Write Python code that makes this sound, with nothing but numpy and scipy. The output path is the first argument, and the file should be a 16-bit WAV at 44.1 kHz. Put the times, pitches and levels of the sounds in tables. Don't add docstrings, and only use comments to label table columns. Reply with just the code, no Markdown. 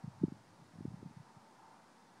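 import sys
import numpy as np
from scipy import signal
from scipy.fft import rfft, irfft
from scipy.io import wavfile
from scipy.ndimage import uniform_filter1d

SR = 44100
rng = np.random.default_rng(int(sys.argv[2]) if len(sys.argv) > 2 else 0)


def boost_factor(decibels):
    exponent = np.asarray(decibels, float) / 20
    return 10 ** exponent


def materialize(psi):
    bounded = np.clip(np.atleast_2d(psi).T, -1, 1)
    quanta = np.round(bounded * 32767).astype(np.int16)
    wavfile.write(sys.argv[1], SR, quanta)


N = 97020


def rms_one(x):
    return x / np.sqrt(np.mean(x ** 2) + 1e-20)


def in_time(rows):
    time_s, value = np.transpose(rows)
    return np.interp(np.arange(N) / SR, time_s, value)


def resonate(noise, pole):
    return signal.lfilter([1], [1, -2 * pole, pole * pole], noise)


def drift(rate_hz):
    pole = np.exp(-80 * np.pi * rate_hz / SR)
    slow = resonate(rng.standard_normal(N // 40 + 2002), pole)[2000:]
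    return np.interp(np.arange(N) / 40, np.arange(len(slow)), rms_one(slow))


def banded_noise(spectrum, patchy_db):
    hz = np.maximum(np.arange(N // 2 + 1) * SR / N, 1)
    point_hz, point_db = np.transpose(spectrum)
    colour_db = np.interp(np.log(hz), np.log(point_hz), point_db, -90, -90)
    colour = rfft(rng.standard_normal(N)) * boost_factor(colour_db)
    together = drift(4.5)
    out = 0
    for centre_hz in 32 * 2 ** np.arange(0, 9.1, 1 / 3):
        band = np.clip(1 - 3 * abs(np.log2(hz / centre_hz)), 0, 1)
        flicker_db = patchy_db * (0.2 * together + drift(7.3))
        out = out + irfft(colour * band, N) * boost_factor(flicker_db)
    return rms_one(out)


# (frequency [Hz], density [dB/Hz])
HISS_SPECTRUM = [(2200, -5), (3200, -3), (4940, -1.5), (7930, -7.5), (9330, -7.5), (10800, -14),
                 (13000, -21.5), (15750, -23.5)]
HISS_DB = -75


def recorder_hiss():
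    return boost_factor(HISS_DB) * banded_noise(HISS_SPECTRUM, patchy_db=0.18)


# (frequency [Hz], density [dB/Hz])
TREE_SPECTRUM = [(55, -43), (115, -11.5), (220, -3.5), (438, -11.5), (800, -9.5), (1300, -15),
                 (1950, -18.5), (2800, -31)]
TREES_DB = -65


def far_trees():
    return boost_factor(TREES_DB) * banded_noise(TREE_SPECTRUM, patchy_db=0.73)


# (time [s], speed [share of mean])
AIR_SPEED = [(0, 1.03), (.4, 1.01), (1.0, 1.01), (1.4, 1.01), (1.65, 1.0), (1.78, .98), (1.88, 1.1),
             (2.0, 1.02), (2.2, 1.01)]
# (time [s], level [dB])
SWISH_LEVEL = [(0, -66), (.2, -65.5), (.4, -72.5), (.55, -72.5), (.62, -69), (.72, -76), (.9, -66.5),
               (1.05, -70), (1.15, -71.5), (1.3, -66), (1.5, -67.5), (1.65, -62.5), (1.8, -64.5),
               (1.9, -70.5), (2.2, -68)]
# (frequency [Hz], width [Hz], level [dB])
BLADE_HUMPS = [
    (770, 103, -5),
    (890, 114, 0.5),
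    (999, 130, -6),
    (1249, 490, -5.5),
]
SWISH_FLICKER_DB = 0.8


def blades():
    turns_per_hz = np.cumsum(in_time(AIR_SPEED)) / SR
    out = 0
    for hz, width_hz, db in BLADE_HUMPS:
        pole = np.exp(-np.pi * width_hz / SR)
        a, b = resonate(rng.standard_normal((2, N + 4000)), pole)[:, 4000:]
        phase = 2 * np.pi * hz * turns_per_hz
        hump = a * np.cos(phase) + b * np.sin(phase)
        out = out + rms_one(hump) * boost_factor(db + SWISH_FLICKER_DB * drift(4.3))
    return boost_factor(in_time(SWISH_LEVEL)) * rms_one(out)


# (time [s], level [dB])
GUST_LEVEL = [(0, -63), (.06, -59), (.13, -64), (.2, -58), (.27, -56), (.36, -61), (.42, -70), (.57, -65.5),
              (.62, -60), (.68, -76), (.76, -63), (.82, -58), (.93, -55), (1.07, -59), (1.11, -68),
              (1.22, -68), (1.27, -79), (2.2, -85)]
RUMBLE_DB, RUMBLE_LOW_HZ, RUMBLE_HIGH_HZ = -23.5, 25, 70


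def rumble():
    band = signal.butter(2, [RUMBLE_LOW_HZ, RUMBLE_HIGH_HZ], "band", fs=SR, output="sos")
    noise = signal.sosfilt(band, rng.standard_normal(N))
    return boost_factor(in_time(GUST_LEVEL) + RUMBLE_DB) * rms_one(noise)


PORT_CUT_HZ = 113.7
EDDY_WIDTH_CYCLES, SHORTEST_CYCLES = 0.396, 0.284
BIG_ROLL_LONGER = 0.78
PITCH_SHARE = 0.897
EDDY_SAMPLES, EDDY_PEAK = 4096, 1024


def eddy(hz):
    cycles = (np.arange(EDDY_SAMPLES) - EDDY_PEAK) / SR * hz
    width_cycles = max(EDDY_WIDTH_CYCLES * (200 / hz) ** BIG_ROLL_LONGER, SHORTEST_CYCLES)
    swell = np.sin(2 * np.pi * cycles * PITCH_SHARE) * np.exp(-0.5 * (cycles / width_cycles) ** 2)
    bass_cut = signal.butter(4, PORT_CUT_HZ, "high", fs=SR, output="sos")
    rung = signal.sosfilt(bass_cut, swell)
    peak = abs(rung).argmax()
    return np.roll(rung, EDDY_PEAK - peak) / rung[peak]


SMALL_PER_S, SMALL_SPREAD_DB = 100, 2.5
SMALL_LOW_HZ, SMALL_HIGH_HZ = 104.6, 228.4


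def turbulence(count=6):
    size_db = SMALL_SPREAD_DB * np.minimum(rng.exponential(1, N), 3)
    strikes = boost_factor(size_db) * rng.choice([-1, 1], N) * (rng.random(N) < SMALL_PER_S / SR)
    dealt = rng.integers(0, count, N)
    out = 0
    for k, hz in enumerate(np.geomspace(SMALL_LOW_HZ, SMALL_HIGH_HZ, count)):
        out = out + signal.fftconvolve(strikes * (dealt == k), eddy(hz))[:N]
    return boost_factor(in_time(GUST_LEVEL)) * rms_one(out)


# (time [s], peak level [dB], pitch [Hz])
PORT_RINGS = [
    (.2375, -50, 630),
    (.2365, -58, 830),
    (.8545, -56, 480),
]
RING_SPREAD_S = 0.0022


def port_rings():
    t = np.arange(N) / SR
    out = 0
    for time_s, db, hz in PORT_RINGS:
        envelope = np.exp(-0.5 * ((t - time_s) / RING_SPREAD_S) ** 2)
        out = out + boost_factor(db) * np.sin(2 * np.pi * hz * (t - time_s)) * envelope
    return out


# (time [s], peak level [dB], pitch [Hz])
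EARLY_EDDIES = [(0.0452, -35, 155), (0.0807, -35, 164), (0.1588, -60.5, 178), (0.2191, -35, 189),
                (0.2279, -39.5, 166), (0.2359, -27, 285), (0.2406, -17.5, 240), (0.2493, -28, 177),
                (0.2844, -33.5, 233.7), (0.3247, -35.5, 225), (0.3461, -58, 136), (0.3583, -57, 203),
                (0.6195, -55, 152)]
# (time [s], peak level [dB], pitch [Hz])
LATER_EDDIES = [(0.7415, -52, 159), (0.7577, -46, 175), (0.7901, -43.5, 193), (0.8083, -37, 242),
                (0.8289, -42.5, 147), (0.8555, -29.5, 238), (0.882, -35.5, 145), (0.9082, -49.5, 193),
                (0.9199, -46, 227.4), (0.9436, -37.5, 174), (0.9791, -54, 170), (1.0003, -54, 169),
                (1.0291, -38.5, 268), (1.0547, -46.5, 184), (1.0631, -39, 192), (1.0731, -47.5, 149),
                (1.1123, -46.9, 206.5), (1.1435, -60, 158), (1.1726, -41.7, 150), (1.2043, -44.5, 143),
                (1.3712, -49.5, 147)]
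EDDY_LAG_S, EDDY_DB = 0.0003, -1.0


def thumps():
    out = np.zeros(N + 2 * EDDY_SAMPLES)
    sign = 1
    for time_s, db, hz in list(EARLY_EDDIES) + list(LATER_EDDIES):
        start = int((time_s + EDDY_LAG_S) * SR)
        out[start:start + EDDY_SAMPLES] += sign * boost_factor(db + EDDY_DB) * eddy(hz)
        sign = -sign
    return out[EDDY_PEAK:N + EDDY_PEAK]


def scene():
    background = recorder_hiss() + far_trees() + blades()
    port_wind = rumble() + turbulence() + port_rings() + thumps()
    return (background + port_wind)[None]


SHARPEN_POWER, SHARPEN_FROM_HZ = 0.26, 1130


def sharpen_peaks(x):
    hz, _, cells = signal.stft(x, SR, nperseg=2048)
    size = abs(cells)
    mean = abs(uniform_filter1d(size, size=15, axis=0)) + 1e-10
    power = SHARPEN_POWER * np.clip(np.log2(hz / SHARPEN_FROM_HZ + 1e-9), 0, 1)[:, None]
    sharpened = cells * (size / mean + 1e-9) ** power
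    return signal.istft(sharpened, SR, nperseg=2048)[1][:N]


def roll_off(x):
    return signal.sosfilt(signal.butter(12, 15630, fs=SR, output="sos"), x)


CONVERTER_OFFSET = -1e-4


def record(dry):
    mix = sharpen_peaks(dry[0])[None] + CONVERTER_OFFSET
    return roll_off(mix)


dry = scene()
out = record(dry)
materialize(out)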